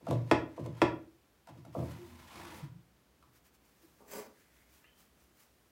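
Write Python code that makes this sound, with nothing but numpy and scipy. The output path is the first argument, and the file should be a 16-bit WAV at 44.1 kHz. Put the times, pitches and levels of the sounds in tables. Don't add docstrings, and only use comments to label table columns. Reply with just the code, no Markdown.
import sys
import numpy as np
from scipy import signal
from scipy.fft import rfft, irfft
from scipy.io import wavfile

SR = 44100
rng = np.random.default_rng(int(sys.argv[2]) if len(sys.argv) > 2 else 0)


def generate_wav(signal):
    frames = np.transpose(np.atleast_2d(signal))
    scaled = np.clip(frames, -1, 1) * 32767
    pcm = np.round(scaled).astype(np.int16)
    wavfile.write(sys.argv[1], SR, pcm)


N = 251800

# mode_hz, level_db (relative), t60_s
BOX_MODES = [(65, -47.5, 0.72), (85.7, -39, 0.21), (117.5, -33.5, 0.45), (136, -35.5, 0.18),
             (165.3, -44, 0.28), (195.6, -45.5, 0.17), (276.5, -22.5, 0.058), (320.4, -20.5, .13),
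             (355, -28, 0.27), (425, -27, 0.069), (525, -16, 0.018), (567, -30.5, 0.15),
             (608.4, -31, 0.097), (700, -23.5, 0.055), (815, -30.5, 0.041), (853, -29.5, 0.18),
             (978.3, -18.5, 0.033), (984, -34, 0.083), (1136, -36, 0.15), (1393, -22.5, 0.021),
             (1712, -35, 0.05), (1866, -24.5, 0.02), (2416, -31.5, 0.025), (2638, -29.5, .024),
             (3282, -31, 0.027), (4383, -41.5, 0.027), (5355, -39.5, 0.019)]
LONGEST_RING_S, LONGEST_RING_CYCLES = 0.29, 90


def drawer(force, travel_s=0.0016):
    out = np.zeros(N)
    for k, (hz, db, t60) in enumerate(BOX_MODES):
        t60 = min(t60, LONGEST_RING_S, LONGEST_RING_CYCLES / hz)
        mode = (-1) ** k * from_db(db) * ring(force, hz, t60)
        arrival_s = travel_s * np.sqrt(500 / hz)
        add(out, arrival_s, mode)
    return out


# start_s, strength_db (relative), corner_hz (brightness of the click)
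STOP_KNOCKS = [(0.3122, 3.5, 8950), (0.3169, -6.5, 3017), (0.8166, 2.5, 8000), (0.8217, -5.5, 2910)]
SHORTEST_SHUDDER_S = 0.0016


def blows(shudder_cycles=0.78):
    force = np.zeros(N)
    click = signal.unit_impulse(SR // 8)
    for s, db, corner_hz in STOP_KNOCKS:
        add(force, s, from_db(db) * passband(click, corner_hz, "low", order=1))
    for s, db, hz in pushes():
        width_s = max(shudder_cycles / hz, SHORTEST_SHUDDER_S)
        t = np.arange(-3 * width_s, 3 * width_s, 1 / SR)
        shudder = np.cos(2 * np.pi * hz * t) * np.exp(-(t / width_s) ** 2)
        add(force, s + t[0], from_db(db) * shudder / (width_s * SR))
    return force


# centre_s, tap_db (relative), tap_hz, thud_db (relative)
JOLTS_AND_TICKS = [(.008, -35.5, 540, -12), (.068, -9, 690, 9.5), (.109, -3.5, 610, 6.5),
                   (0.577, -14.5, 580, 2), (.656, -16.5, 560, -1), (1.473, -24.5, 800, -12.5),
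                   (1.552, -36.5, 590, -11), (1.648, -28, 720, -10), (1.749, -9.5, 640, 6),
                   (1.787, -13.5, 650, 3.5), (1.824, -16.5, 590, -1.5), (2.622, -44.5, 806, -9.5),
                   (3.226, -31.5, 1270, -27.5), (3.828, -40, 330, -36)]
# delay_s, pitch_hz, level_db (relative to the thud)
SETTLING_SHUDDERS = [(.016, 180, -4.5), (.023, 320, -22), (.035, 130, -1)]
EDGE_RATIO, EDGE_DB, EDGE_LAG_S = 1.8, -4.5, 0.0022
REBOUND_RATIO, REBOUND_DB, REBOUND_S = 0.92, 0.5, 0.012


def pushes():
    for s, tap_db, hz, thud_db in JOLTS_AND_TICKS:
        yield s, tap_db, hz
        yield s + EDGE_LAG_S, tap_db + EDGE_DB, hz * EDGE_RATIO
        yield s + REBOUND_S, tap_db + REBOUND_DB, hz * REBOUND_RATIO
        for delay_s, low_hz, db in SETTLING_SHUDDERS:
            yield s + delay_s, thud_db + db, low_hz


# start_s, level_db (relative)
CATCHES_AND_TICK = [(0.067, -46.5), (.109, -33.5), (0.571, -69), (0.661, -45), (1.472, -48.5), (1.493, -60),
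                    (1.651, -49.5), (3.226, -57)]


def cracks(stop_db=-15, snap_db=-22, bite_s=0.0019):
    out = np.zeros(N)
    stop = crack(t60=0.05, low_hz=603, high_hz=1200)
    stop = stop * np.minimum(np.arange(len(stop)) / SR / bite_s, 1)
    snap = crack(t60=0.0016, low_hz=9100, high_hz=14720)
    contact = from_db(stop_db) * stop + from_db(snap_db) * snap
    for s, db, corner_hz in STOP_KNOCKS:
        add(out, s, from_db(db) * passband(contact, 0.5 * corner_hz, "low", order=1))
    for s, db in CATCHES_AND_TICK:
        add(out, s, from_db(db) * crack(t60=0.027, low_hz=875, high_hz=3916))
    return out


def crack(t60, low_hz, high_hz):
    t = np.arange(SR // 8) / SR
    burst = rng.standard_normal(len(t)) * from_db(-60 * t / t60)
    dulled = passband(burst, high_hz, "low", order=1)
    return passband(dulled, low_hz, "high")


# time_s, level_db (relative)
LONG_PULL = [(1.72, -81), (1.746, -67), (1.898, -62.5), (2.002, -69), (2.276, -68.5), (2.33, -64.5),
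             (2.544, -60.5), (2.648, -66), (2.76, -104)]
# peak_s, length_s, level_db (relative)
BINDING_RUBS = [(.12, 0.14, -51.5), (.295, 0.35, -58.5), (.585, 0.19, -60), (.662, 0.087, -60),
                (.795, 0.21, -58.5), (1.497, .06, -56), (1.585, 0.11, -67), (1.71, 0.21, -70.5),
                (2.425, 0.41, -56)]
# (dB per Hz, relative)
RUB_COLOUR = [(290, -39), (500, -10.5), (537, -21.5), (668, -15), (728, -19), (794, -5), (1000, -1.5),
              (1240, -11.5), (1970, -11), (8490, -23.5), (14700, -29), (15800, -36.5)]
# (dB per Hz, relative)
RUMBLE_COLOUR = [(40, -29.5), (65, -3), (95, 7), (140, -5.5), (220, -2), (400, -28)]


def sliding(hiss_db=-3, box_db=-6, rumble_db=1, pull_db=6):
    pull = from_db(pull_db) * level(LONG_PULL)
    rub = pull + strokes(BINDING_RUBS, rise_share=0.62, roundness=1.4)
    hiss = colour(friction(grain_db=2.0, slip_db=3.5, slips_per_s=170), RUB_COLOUR)
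    box_force = passband(friction(grain_db=1.0, slip_db=-2.0, slips_per_s=13), 600, "high", order=1)
    box = rms_one(drawer(box_force))
    rumble = colour(friction(grain_db=3.5, slip_db=2.5, slips_per_s=35), RUMBLE_COLOUR)
    rubbing = rub * (from_db(hiss_db) * hiss + from_db(box_db) * box)
    return rubbing + from_db(rumble_db) * pull * rumble


# start_s, length_s, pitch_hz (centre), level_db (before the waver)
GROANS_AND_THUMP = [(1.98, 0.091, 349.7, -47.5), (2.06, 0.11, 242, -57), (2.37, 0.13, 346, -56.5),
                    (2.62, 0.063, 142, -40.5), (2.68, 0.15, 171.8, -59.5)]


def groans_and_thump(waver=0.027):
    out = np.zeros(N)
    for s, length, hz, db in GROANS_AND_THUMP:
        t = np.arange(round(length * SR)) / SR
        wobble = np.interp(t * 70, np.arange(SR), rng.standard_normal(SR))
        tone = np.sin(2 * np.pi * np.cumsum(hz * (1 + waver * wobble)) / SR)
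        swell = np.sin(np.pi * t / length)
        add(out, s, from_db(db + 3.6 * wobble) * swell * tone)
    return out


# peak_s, length_s, teeth_db (relative), bench_top_db (relative)
SAW_DRAGS = [(3.985, 0.078, -77.5, -57.5), (4.133, 0.21, -45.5, -43)]
BENCH_LAG_S = 0.034
# (dB per Hz, relative)
TEETH_COLOUR = [(800, -22), (1250, -19), (1500, -2), (1850, -1.5), (2700, -8.5), (3800, -7.5), (4800, -7),
                (6200, -6.5), (10000, -7), (14500, -1), (15800, 3.5)]
# centre_hz, width_hz, level_db (relative)
BENCH_MODES = [(432.3, 40, 5.5), (750, 26, -11), (970, 51, -7), (1195, 28, -6)]
# (dB per Hz, relative)
BENCH_TOP_COLOUR = [(160, -16), (240, -1.5), (340, -18), (450, 4.5), (600, 2), (700, -7), (950, -3.5),
                    (1300, -9.5), (2000, -30.5)]


def handsaw(teeth_db=-2, bench_db=-8, top_db=-4, steel_db=-11):
    rasp = friction(grain_db=5.5, slip_db=2.5, slips_per_s=140)
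    bench = np.zeros(N)
    for hz, width, db in BENCH_MODES:
        t60 = np.log(1000) / np.pi / width
        bench += from_db(db) * width * ring(rasp, hz, t60)
    wood = from_db(bench_db) * rms_one(bench) + from_db(top_db) * colour(rasp, BENCH_TOP_COLOUR)
    teeth = strokes(SAW_DRAGS, rise_share=0.31, roundness=1.84) * colour(rasp, TEETH_COLOUR)
    presses = [(s + BENCH_LAG_S, length, db) for s, length, _, db in SAW_DRAGS]
    pressure = strokes(presses, rise_share=0.44, roundness=1.37)
    steel = rms_one(sum(ring(teeth, hz, t60=0.064) for hz in rng.uniform(2300, 12000, size=30)))
    return from_db(teeth_db) * teeth + from_db(steel_db) * np.std(teeth) * steel + pressure * wood


# peak_s, length_s, level_db
BLADE_SWINGS = [(4.39, 0.26, -72), (4.575, 0.23, -69.5), (4.82, 0.17, -77.5)]
# (dB per Hz, relative)
SWISH_COLOUR = [(900, -20.5), (1500, -2.5), (2000, 0.5), (2600, -8.5), (4000, -14.5), (9000, -13)]
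# start_s, level_db (relative)
BLADE_FLEXES = [(4.843, -60)]
# mode_hz, level_db (relative), t60_s
BLADE_MODES = [(1200, -4, 0.054), (1650, -1, .07), (1930, -2, 0.095), (2300, -4.5, 0.14), (2620, -11, 0.35),
               (2690, -9.5, 0.79)]


def blade(stiffening=0.16, bend_s=0.02, shiver=0.029):
    out = strokes(BLADE_SWINGS, rise_share=0.41, roundness=1.7) * colour(rng.standard_normal(N), SWISH_COLOUR)
    t = np.arange(SR // 2) / SR
    glide = stiffening * (1 - np.exp(-t / bend_s))
    ting = np.zeros(len(t))
    for hz, db, t60 in BLADE_MODES:
        wobble = np.interp(t * 300, np.arange(SR), rng.standard_normal(SR))
        pitch_hz = hz * (1 + glide + shiver * wobble)
        ting += from_db(db - 60 * t / t60) * np.sin(2 * np.pi * np.cumsum(pitch_hz) / SR)
    for s, db in BLADE_FLEXES:
        add(out, s, from_db(db) * ting)
    return out


# peak_s, length_s, level_db (relative)
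RUSTLES = [(3.362, 0.088, -63.5), (3.464, 0.065, -61.5), (3.548, 0.052, -66.5), (3.67, 0.19, -70),
           (3.84, 0.36, -69), (3.99, 0.13, -75), (4.41, .2, -71.5), (4.752, 0.21, -64),
           (5.008, 0.14, -62.5), (5.22, .12, -66.5), (5.408, 0.17, -63), (5.55, 0.21, -79.5)]
# (dB per Hz, relative)
CLOTH_COLOUR = [(300, -26), (700, -6.5), (1800, -4), (3500, -10), (6000, -7.5), (10000, -11), (15000, -8)]


def clothes(cloth_db=-1):
    movement = strokes(RUSTLES, rise_share=0.43, roundness=1.6)
    grain = friction(grain_db=4.5, slip_db=1.5, slips_per_s=69)
    return from_db(cloth_db) * movement * colour(grain, CLOTH_COLOUR)


# (dB per Hz, relative)
AIR_COLOUR = [(45, -9), (60, 2), (90, -10.5), (150, -8.5), (300, -9), (600, -15.5), (1500, -20),
              (4000, -26), (9000, -31), (15000, -30)]
AIR_DB = -68.5


def still_air():
    return from_db(AIR_DB) * colour(rng.standard_normal(N), AIR_COLOUR)


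# (dB per Hz, relative)
HUM_AND_HISS_COLOUR = [(42, -25), (52, 20), (70, -20), (150, -29), (400, -39), (1000, -8)]
WORKROOM_S, WORKROOM_DB = 3.85, -77.5


def workroom_hum_and_hiss():
    present = np.arange(N) / SR > WORKROOM_S
    return from_db(WORKROOM_DB) * present * colour(rng.standard_normal(N), HUM_AND_HISS_COLOUR)


# frequency_hz, t60_s
REVERB_T60 = [(70, .52), (130, .38), (300, .45), (700, .36), (1840, .33), (4850, .27), (12800, .21)]
# frequency_hz, level_db (relative)
REVERB_GAIN = [(70, -3), (130, -5.5), (220, 0.5), (330, -3.5), (700, -5.5), (1500, -2.5), (3000, -3),
               (6000, -5), (14000, -14)]


def room_tail(first_echo_s, build_s):
    t = np.arange(SR) / SR
    white = rng.standard_normal((3, SR))
    tail = np.zeros(SR)
    edges_hz = 50 * 2 ** np.arange(0, 8.5, 0.2)
    onset = np.clip((t - first_echo_s) / build_s, 0, 1)
    for k, (low, high) in enumerate(zip(edges_hz, edges_hz[1:])):
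        hz = np.sqrt(low * high)
        steady = passband(white[k % len(white)], [low, high], "band")[::-1]
        band = steady * onset * from_db(-60 * t / at_hz(REVERB_T60, hz))
        tail += rms_one(band) * np.sqrt(2 * (high - low)) / SR * from_db(at_hz(REVERB_GAIN, hz))
    return tail


def friction(grain_db, slip_db, slips_per_s):
    knots = np.arange(N) / SR * slips_per_s
    slips = np.interp(knots, np.arange(N), rng.standard_normal(N))
    unevenness_db = grain_db * rng.standard_normal(N) + slip_db * slips
    return rms_one(rng.standard_normal(N) * from_db(unevenness_db))


def strokes(rows, rise_share, roundness):
    t = np.arange(N) / SR
    gain = np.zeros(N)
    for row in rows:
        peak_s, length_s, db = row[:3]
        away = (t - peak_s) / length_s
        reach = np.minimum(np.maximum(-away / rise_share, away / (1 - rise_share)), 10)
        gain += from_db(db - 20 * reach ** roundness)
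    return gain


def ring(force, hz, t60):
    r = from_db(-60 / (t60 * SR))
    w = 2 * np.pi * hz / SR
    return signal.lfilter([0, np.sin(w)], [1, -2 * r * np.cos(w), r * r], force + 1e-18)


def colour(x, spectrum):
    hz = np.arange(N // 2 + 1) * SR / N
    skirt = np.minimum(hz / spectrum[0][0], 1) ** 2
    return rms_one(irfft(rfft(x) * from_db(at_hz(spectrum, hz)) * skirt, N))


def passband(x, hz, kind, order=2):
    corner = np.clip(hz, 10, 0.45 * SR)
    return signal.sosfilt(signal.butter(order, corner, kind, fs=SR, output="sos"), x)


def level(rows):
    rows = np.array(rows)
    return from_db(np.interp(np.arange(N) / SR, rows[:, 0], rows[:, 1], left=-140, right=-140))


def at_hz(points, hz):
    points = np.array(points)
    return np.interp(np.log(hz + 1e-9), np.log(points[:, 0]), points[:, 1])


def from_db(db):
    return 10 ** (np.asarray(db) / 20)


def rms_one(x):
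    return x / np.sqrt(np.mean(x ** 2) + 1e-20)


def add(track, s, sound):
    start = max(round(s * SR), 0)
    track[start:start + len(sound)] += sound[:N - start]


def scene():
    tail = room_tail(first_echo_s=0.0034, build_s=0.006)
    direct = drawer(blows()) + cracks() + sliding() + groans_and_thump() + handsaw() + blade()
    reflections = signal.fftconvolve(direct, tail)[:N]
    background = clothes() + still_air() + workroom_hum_and_hiss()
    return (direct + reflections + background)[None]


def record(dry):
    thinned = passband(dry, 48, "high", order=6)
    top_cut = signal.ellip(10, 0.1, 80, 15800, fs=SR, output="sos")
    return signal.sosfilt(top_cut, thinned)


dry = scene()
out = record(dry)
generate_wav(out)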